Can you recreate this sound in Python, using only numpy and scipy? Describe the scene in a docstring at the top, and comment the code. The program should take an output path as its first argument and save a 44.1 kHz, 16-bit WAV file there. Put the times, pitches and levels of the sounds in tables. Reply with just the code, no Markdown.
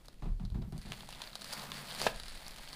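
"""A plastic mailer bag is pulled open by hand on a workbench in a small cluttered room.
A knife is set down and the bench thuds and sways; then the film is gripped and pulled.
Creases buckle in sharp crackles over a fine rustle, wide panels flip with hollow tocks and the bag
drags on the bench. The stretched plastic scrapes, rips and gives with a snap.
A low rumble and quiet room tone lie underneath."""
import sys
import numpy as np
from scipy import signal
from scipy.fft import rfft, irfft
from scipy.io import wavfile

SR = 44100
rng = np.random.default_rng(int(sys.argv[2]) if len(sys.argv) > 2 else 0)


def bounce(signal):
    """Save signal as a 16-bit WAV file at the path given by the first command-line argument."""
    frames = np.transpose(np.atleast_2d(signal))
    limited = np.clip(frames, -1, 1)
    pcm = np.round(limited * 32767).astype(np.int16)
    wavfile.write(sys.argv[1], SR, pcm)


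N = 121275
TIME = np.arange(N) / SR
EVENT_TIME = TIME[:SR // 5]
IMPULSE = EVENT_TIME == 0


def from_db(db):
    """Decibels to gain."""
    return 10 ** (np.asarray(db) / 20)


def unit_rms(x):
    """Scale to rms 1."""
    return x / np.sqrt(np.mean(x ** 2) + 1e-20)


def unit_burst(x):
    """Scale a burst to the energy of 5 ms at rms 1."""
    return x * np.sqrt(0.005 * SR / (np.sum(x ** 2) + 1e-20))


def automation(rows):
    """One curve per value column, drawn through timed breakpoints."""
    times, *columns = np.transpose(rows)
    return [np.interp(TIME, times, column) for column in columns]


def add(out, start_s, x):
    """Mix x into out from start_s on."""
    i = max(int(start_s * SR), 0)
    out[i:i + len(x)] += x[:max(len(out) - i, 0)]


def eq(x, points, size=4096):
    """Minimum-phase EQ through (f/Hz, level/dB) points: no ringing ahead of an attack."""
    hz, db = np.transpose(points)
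    grid = np.maximum(np.arange(size // 2 + 1) * SR / size, 1)
    gain = from_db(np.interp(np.log(grid), np.log(hz), db))
    cepstrum = irfft(np.log(gain))
    cepstrum[1:size // 2] *= 2
    cepstrum[size // 2 + 1:] = 0
    response = irfft(np.exp(rfft(cepstrum)))
    return signal.fftconvolve(x, response)[:len(x)]


def noise(colour):
    """Steady coloured noise at rms 1."""
    return unit_rms(eq(rng.standard_normal(N + SR // 4), colour, size=16384)[-N:])


def drift(rate_hz):
    """Smooth random modulation at rms 1."""
    r = np.exp(-2 * np.pi * rate_hz / SR)
    return unit_rms(signal.lfilter([1], [1, -2 * r, r * r], rng.standard_normal(N + SR))[SR:])


def resonance(x, hz, width_hz):
    """Two-pole resonator with unity gain at its peak."""
    r = np.exp(-np.pi * width_hz / SR)
    feedback = [1, -2 * r * np.cos(2 * np.pi * hz / SR), r * r]
    return signal.lfilter(np.array([1, 0, -1]) * (1 - r * r) / 2, feedback, x + 1e-18)


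def burst(decay_s):
    """A run of tiny contacts: noise that starts at once and dies away."""
    return rng.standard_normal(len(EVENT_TIME)) * np.exp(-EVENT_TIME / decay_s)


def grains(per_s, spread_db=2):
    """Random clicks, mostly small, a few large."""
    sizes = from_db(spread_db * np.minimum(rng.exponential(1, N), 4.5)) * rng.choice([-1, 1], N)
    return sizes * (rng.random(N) < per_s / SR) / np.sqrt(per_s)


def room_tone():
    """A quiet, steady bed of dark noise."""
    # spectrum of the bed: f/Hz, relative level/dB
    colour = [(30, -2), (120, 0), (210, -1.5), (350, -5), (1400, -25.5), (2700, -24), (4200, -23.5),
              (6000, -27.5), (11000, -29), (15500, -41)]
    return from_db(-65) * noise(colour)


def rumble():
    """Deep noise that swells most just after the snap."""
    # rumble envelope: t/s, level/dB
    envelope = [(.14, -54), (.95, -52), (1.45, -59), (1.9, -60), (2.15, -46), (2.75, -57.5)]
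    # sub-heavy spectrum: f/Hz, relative level/dB
    colour = [(20, 3), (34, 3.5), (55, -8), (90, -21), (250, -83)]
    return from_db(automation(envelope)[0]) * noise(colour)


def room_reverb(x):
    """Dense short reflections; the treble dies first."""
    low_t60_s, high_t60_s, predelay_s, crossover_hz = 0.32, 0.079, 0.00474, 4500
    t = TIME[:SR // 2]
    low_decay, high_decay = from_db(-60 * t / low_t60_s), from_db(-60 * t / high_t60_s)
    lowpass = signal.butter(2, crossover_hz, fs=SR, output="sos")
    highpass = signal.butter(2, crossover_hz, "high", fs=SR, output="sos")
    white = rng.standard_normal(len(t))
    low = signal.sosfilt(lowpass, white) * low_decay
    high = signal.sosfilt(highpass, rng.standard_normal(len(t))) * high_decay
    tail = (low + high) * (t > predelay_s) / np.linalg.norm(white * low_decay)
    return signal.fftconvolve(x, tail)[:N]


def drag():
    """The bag drags over the bench top with a low rub."""
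    # friction envelope: t/s, level/dB
    envelope = [(.2, -72.5), (.95, -56), (1.3, -63.5), (1.45, -57), (1.6, -54), (1.72, -51), (1.93, -59),
                (2.07, -49.5), (2.22, -63.5), (2.75, -63.5)]
    # spectrum of the rub: f/Hz, relative level/dB
    colour = [(40, -16.5), (100, -11.5), (145, 2.5), (170, -7), (205, 0.5), (260, -10.5), (360, -20),
              (1000, -34)]
    return from_db(automation(envelope)[0]) * noise(colour)


def bench_knocks():
    """Each knock rings the top, rocks the whole bench slowly and adds a dull clack."""
    # hand and knife meet the bench: t/s, relative thud, sway and clack levels/dB, tilt/(dB per octave)
    knocks = [(.223, -39.5, -34.5, -51, 0), (.257, -38, -36, -53, 3.5), (0.289, -39, -31, -63, -8.5),
              (.398, -39, -41.5, -56.5, -1), (0.434, -37.5, -38.5, -64, -6),
              (0.518, -42, -39.5, -63, -14.5), (0.5455, -35.5, -55, -53, 2), (.579, -36.5, -50.5, -76, 5.5),
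              (.619, -42.5, -60, -55.5, -8), (.668, -41, -47, -74, -4), (.724, -36.5, -54, -54, -0.5),
              (.760, -39.5, -66, -61, -2.5), (0.852, -44, -44, -58, 3.5), (.892, -44.5, -56, -56, 3),
              (.99, -54, -58, -71, -8.5)]
    # modes of the bench top: f/Hz, relative level/dB, t60/s
    modes = [(52.7, -12, 0.35), (78.2, -9, 0.31), (112.8, -4.5, 0.37), (142.2, -3, 0.28), (160.3, -2, 0.18),
             (193, 0.5, 0.18), (234.8, -3.5, 0.13), (312, -8.5, 0.092), (372, -19, 0.2)]
    # spectrum of the clack: f/Hz, relative level/dB
    clack_colour = [(150, -14), (300, 9.5), (520, 2), (700, 6), (1100, 0.5), (1500, -5.5), (2800, -11.5),
                    (4200, -12.5), (6000, -23.5), (15000, -31)]
    sway_hz, sway_rise_s, contact_s = 34.4, 0.03, 0.0059
    thud_trim_db, clack_trim_db, tick_db, scatter_db, pivot_hz = -0.5, 7, 19.5, 1.6, 160
    out, t = np.zeros(N), TIME[:SR]
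    sway = np.sin(2 * np.pi * sway_hz * t) * t / sway_rise_s * np.exp(1 - t / sway_rise_s)
    attack = 1 - np.exp(-t / contact_s)
    for s, thud_db, sway_db, clack_db, tilt_db in knocks:
        thud = np.zeros(len(t))
        for hz, db, t60 in modes:
            struck_db = db + tilt_db * np.log2(hz / pivot_hz) + scatter_db * rng.normal()
            thud += from_db(struck_db - 60 * t / t60) * rng.choice([-1, 1]) * np.sin(2 * np.pi * hz * t)
        clack = eq(burst(decay_s=0.035) + from_db(tick_db) * IMPULSE, clack_colour)
        add(out, s, from_db(thud_trim_db + thud_db) * thud * attack + from_db(sway_db) * sway)
        add(out, s, from_db(clack_trim_db + clack_db) * unit_burst(clack))
    return out


def rustle():
    """Tiny wrinkles flip in clumps, faster under strain; layers of film slide on each other."""
    # strain on the bag, as its two sounds: t/s, relative slide level/dB, relative crinkle level/dB
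    pull = [(0, -64, -70.5), (0.7, -96, -79.5), (0.8, -85, -60), (0.95, -54, -54), (1.04, -58.5, -59.5),
            (1.23, -56, -53.5), (1.3, -55.5, -59), (1.39, -57, -56), (1.54, -47.5, -46), (1.69, -51, -55.5),
            (1.75, -52, -48), (1.88, -49, -50), (1.97, -49, -47.5), (2.05, -40.5, -41.5),
            (2.092, -44.5, -47.5), (2.135, -62, -53.5), (2.32, -56.5, -51), (2.41, -55, -55),
            (2.74, -54.5, -53.5)]
    # bright spectrum of the wrinkles: f/Hz, relative level/dB
    crinkle_colour = [(200, -21), (900, -8), (1700, 1.5), (2800, -1.5), (3600, 0), (4600, 3.5),
                      (5700, -9.5), (7300, -9.5), (9000, -7), (10900, -9.5), (12200, -28), (15500, -45)]
    # softer spectrum of sliding film: f/Hz, relative level/dB
    slide_colour = [(100, -28), (220, -18), (350, -8.5), (560, 1.5), (800, 0.5), (1250, -3), (1650, -6),
                    (2300, -5.5), (6000, -15)]
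    crinkle_trim_db, slide_trim_db, dry_tick_db, clump_db = -1, -2.5, 5, 1.5
    slide_db, crinkle_db = automation(pull)
    clumps = from_db(clump_db * drift(rate_hz=57))
    density = from_db(0.7 * (crinkle_db - np.median(crinkle_db)))
    ticks = grains(per_s=2000 * density, spread_db=3)
    pitches_hz = np.geomspace(1000, 14000, 12)
    pitch_index = rng.integers(0, len(pitches_hz), N)   # each wrinkle rings at one of these pitches
    rings = sum(resonance(ticks * (pitch_index == k), hz, hz * 0.21) for k, hz in enumerate(pitches_hz))
    wrinkles = unit_rms(rings) + from_db(dry_tick_db) * unit_rms(ticks)
    crinkle = unit_rms(eq(wrinkles, crinkle_colour) * clumps)
    slide = unit_rms(eq(grains(per_s=3000), slide_colour) * clumps)
    return from_db(crinkle_trim_db + crinkle_db) * crinkle + from_db(slide_trim_db + slide_db) * slide


def stretch():
    """Quick slips of the taut film excite one broad resonance: a hollow, rising scrape."""
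    # glide of the resonance: t/s, f/Hz, level/dB
    glide = [(1.42, 865, -92), (1.54, 910, -56), (1.64, 1140, -52), (1.73, 1190, -59.5), (1.86, 1110, -60),
             (1.96, 1110, -83)]
    width_hz = 570
    hz, db = automation(glide)
    carrier = np.exp(2j * np.pi * np.cumsum(hz) / SR)
    r = np.exp(-np.pi * width_hz / SR)
    # shift down, low-pass, shift back up: a band-pass that follows the glide
    slips = signal.lfilter([1], [1, -2 * r, r * r], grains(per_s=750) / carrier + 1e-18)
    return from_db(db) * unit_rms((carrier * slips).real)


def panel_flips():
    """A wide panel of the bag flips over with a hollow tock of a few cycles."""
    # tocks: t/s, f/Hz, level/dB
    flips = [(0.0845, 643, -55), (0.868, 770, -57), (0.918, 650, -49), (1.0325, 810, -51),
             (1.0895, 800, -47.5), (1.178, 840, -55), (1.2043, 900, -49), (1.219, 755, -54.5),
             (1.5346, 870, -48), (2.016, 676, -39), (2.596, 860, -52)]
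    out, rise_s = np.zeros(N), 0.00068
    envelope = EVENT_TIME * np.exp(-EVENT_TIME / rise_s)
    for s, hz, db in flips:
        add(out, s, from_db(db) * unit_burst(np.sin(2 * np.pi * hz * EVENT_TIME) * envelope))
    return out


def flutter(per_s):
    """Smaller wrinkles follow a crack in a ragged, dying cluster of ticks."""
    return burst(decay_s=0.0076) * (rng.random(len(EVENT_TIME)) < per_s / SR)


def crackles():
    """A crease buckles: a bright crack, a few cycles of ring, a little body."""
    # single creases: t/s, ring f/Hz, relative ring level/dB, relative treble level/dB
    creases = [(0.0573, 4520, -62, -62.5), (0.0833, 4240, -52, -59), (0.451, 4150, -53, -64),
               (0.5017, 3970, -60, -70), (0.6225, 2850, -59.5, -76), (0.7237, 4030, -60.5, -63),
               (0.779, 4230, -54.5, -55.5), (0.8156, 4230, -52.5, -61), (0.858, 4130, -55, -69),
               (0.9207, 3130, -39.5, -49), (0.931, 2980, -46.5, -58), (1.0062, 3600, -46.5, -61),
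               (1.0893, 3400, -50.5, -53), (1.1048, 3150, -52, -55), (1.1263, 2930, -45.5, -57),
               (1.149, 3430, -50, -68), (1.218, 3400, -39.5, -49), (1.2382, 3500, -48.5, -61),
               (1.2729, 4200, -47, -62), (1.3307, 4200, -48.5, -70), (1.3545, 4130, -39.5, -48),
               (1.4115, 3800, -52, -53), (1.4186, 4200, -45.5, -53), (1.4438, 3830, -45, -49.5),
               (1.527, 4820, -45, -46.5), (1.5309, 4970, -40, -58), (1.5353, 4150, -46, -44.5),
               (1.5944, 4130, -45, -54), (1.619, 4000, -48, -58), (1.718, 2650, -38.5, -50),
               (1.885, 3000, -49, -66), (1.912, 3970, -43, -60), (1.9486, 4300, -42.5, -50),
               (1.9947, 4100, -43, -47.5), (2.0016, 3080, -40, -53), (2.016, 4300, -33, -39.5),
               (2.161, 3600, -53, -54), (2.1989, 3800, -43, -51), (2.2341, 4300, -48, -54),
               (2.2583, 3300, -53, -57), (2.2821, 4060, -45.5, -54), (2.465, 4200, -46, -60),
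               (2.4813, 4840, -51.5, -49), (2.508, 4300, -52, -55.5), (2.5609, 2800, -53, -56),
               (2.586, 2850, -51.5, -61), (2.676, 2980, -49, -66), (2.7301, 4550, -44, -54),
               (2.74, 3800, -53, -66)]
    # EQ on the ring: f/Hz, relative level/dB
    ring_colour = [(300, -20), (1500, 1), (3200, 0), (4700, 1), (5700, -10), (11000, -16), (15000, -28)]
    # top end of the crack: f/Hz, relative level/dB
    treble_colour = [(1500, -30), (4500, -7), (5800, 0), (7500, -1), (10700, 0), (12200, -9), (15000, -11)]
    # midrange body: f/Hz, relative level/dB
    body_colour = [(100, -18), (300, -8), (650, 0), (1100, 0), (1700, -3), (2600, -17), (8000, -45)]
    click_db, flutter_db, treble_trim_db, body_db = 10, 7.5, 1.5, -6.5
    out = np.zeros(N)
    for s, hz, ring_db, treble_db in creases:
        crack = from_db(click_db) * IMPULSE + burst(decay_s=0.00092)
        crack += from_db(flutter_db) * flutter(per_s=900)
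        width_hz = 1700 * (4000 / hz) ** 2   # long, low creases sound dry; short ones ring clean
        ring = resonance(resonance(crack, hz, width_hz), hz, width_hz)
        add(out, s, from_db(ring_db) * unit_burst(eq(ring, ring_colour)))
        add(out, s, from_db(treble_trim_db + treble_db) * unit_burst(eq(crack, treble_colour)))
        add(out, s, from_db(body_db + ring_db) * unit_burst(eq(burst(decay_s=0.004), body_colour)))
    return out


def rip():
    """Strands of plastic part in a rasping run that swells and stops short."""
    # spectrum of the tear: f/Hz, relative level/dB
    colour = [(150, -22), (550, 8), (1400, -3.5), (2000, 0), (4600, -1), (5800, -6.5), (10500, -10),
              (15500, -31)]
    start_s, end_s, release_s = 1.975, 2.074, 0.0045
    start_db, swell_db, rasp_db = -49, 10, 2
    progress = np.clip((TIME - start_s) / (end_s - start_s), 0, 1)
    swell = from_db(start_db + swell_db * progress) * (TIME > start_s)
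    release = np.exp(-np.maximum(TIME - end_s, 0) / release_s)
    rasp = from_db(rasp_db * drift(rate_hz=120))
    strands = eq(grains(per_s=2500), colour)
    return swell * release * unit_rms(rasp * strands)


def snap():
    """The taut film lets go: one round push-pull of air, thrown back by a wall; the slack bag rattles."""
    # the film gives way: t/s, pop level/dB
    snaps = [(2.0661, -23.5)]
    # spectrum of the rattle: f/Hz, relative level/dB
    rattle_colour = [(50, -26), (130, 0), (270, -13), (470, 4.5), (800, -5), (1200, 2.5), (1600, 4),
                     (2000, -7.5), (2500, 0), (4300, -3.5), (5700, -16), (10500, -26), (15500, -39)]
    period_s, rattle_db, wall_delay_s, wall_db = 0.0014, -1, 0.00917, -13
    out, cycles = np.zeros(N), EVENT_TIME / period_s
    pop = unit_burst(np.sin(2 * np.pi * cycles) * cycles ** 2 * np.exp(-cycles / 0.28))
    rattle_attack = 1 - np.exp(-2 * cycles)
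    for s, db in snaps:
        rattle = unit_burst(eq(burst(decay_s=0.0056) * rattle_attack, rattle_colour))
        add(out, s, from_db(db) * (pop + from_db(rattle_db) * rattle))
        add(out, s + wall_delay_s, from_db(db + wall_db) * pop)
    return out


def scene():
    """Mono mix: the bag with its reverb, over the dry bench and the background."""
    bag = rustle() + stretch() + rip() + crackles() + panel_flips() + snap()
    low_end = drag() + rumble()
    reverb = from_db(-10.5) * room_reverb(bag)
    return (bag + reverb + bench_knocks() + low_end + room_tone())[None]


def record(dry):
    """A steep low-pass takes off the very top."""
    cutoff_hz = 15450
    return signal.sosfilt(signal.ellip(10, .3, 70, cutoff_hz, fs=SR, output="sos"), dry)


dry = scene()
out = record(dry)
bounce(out)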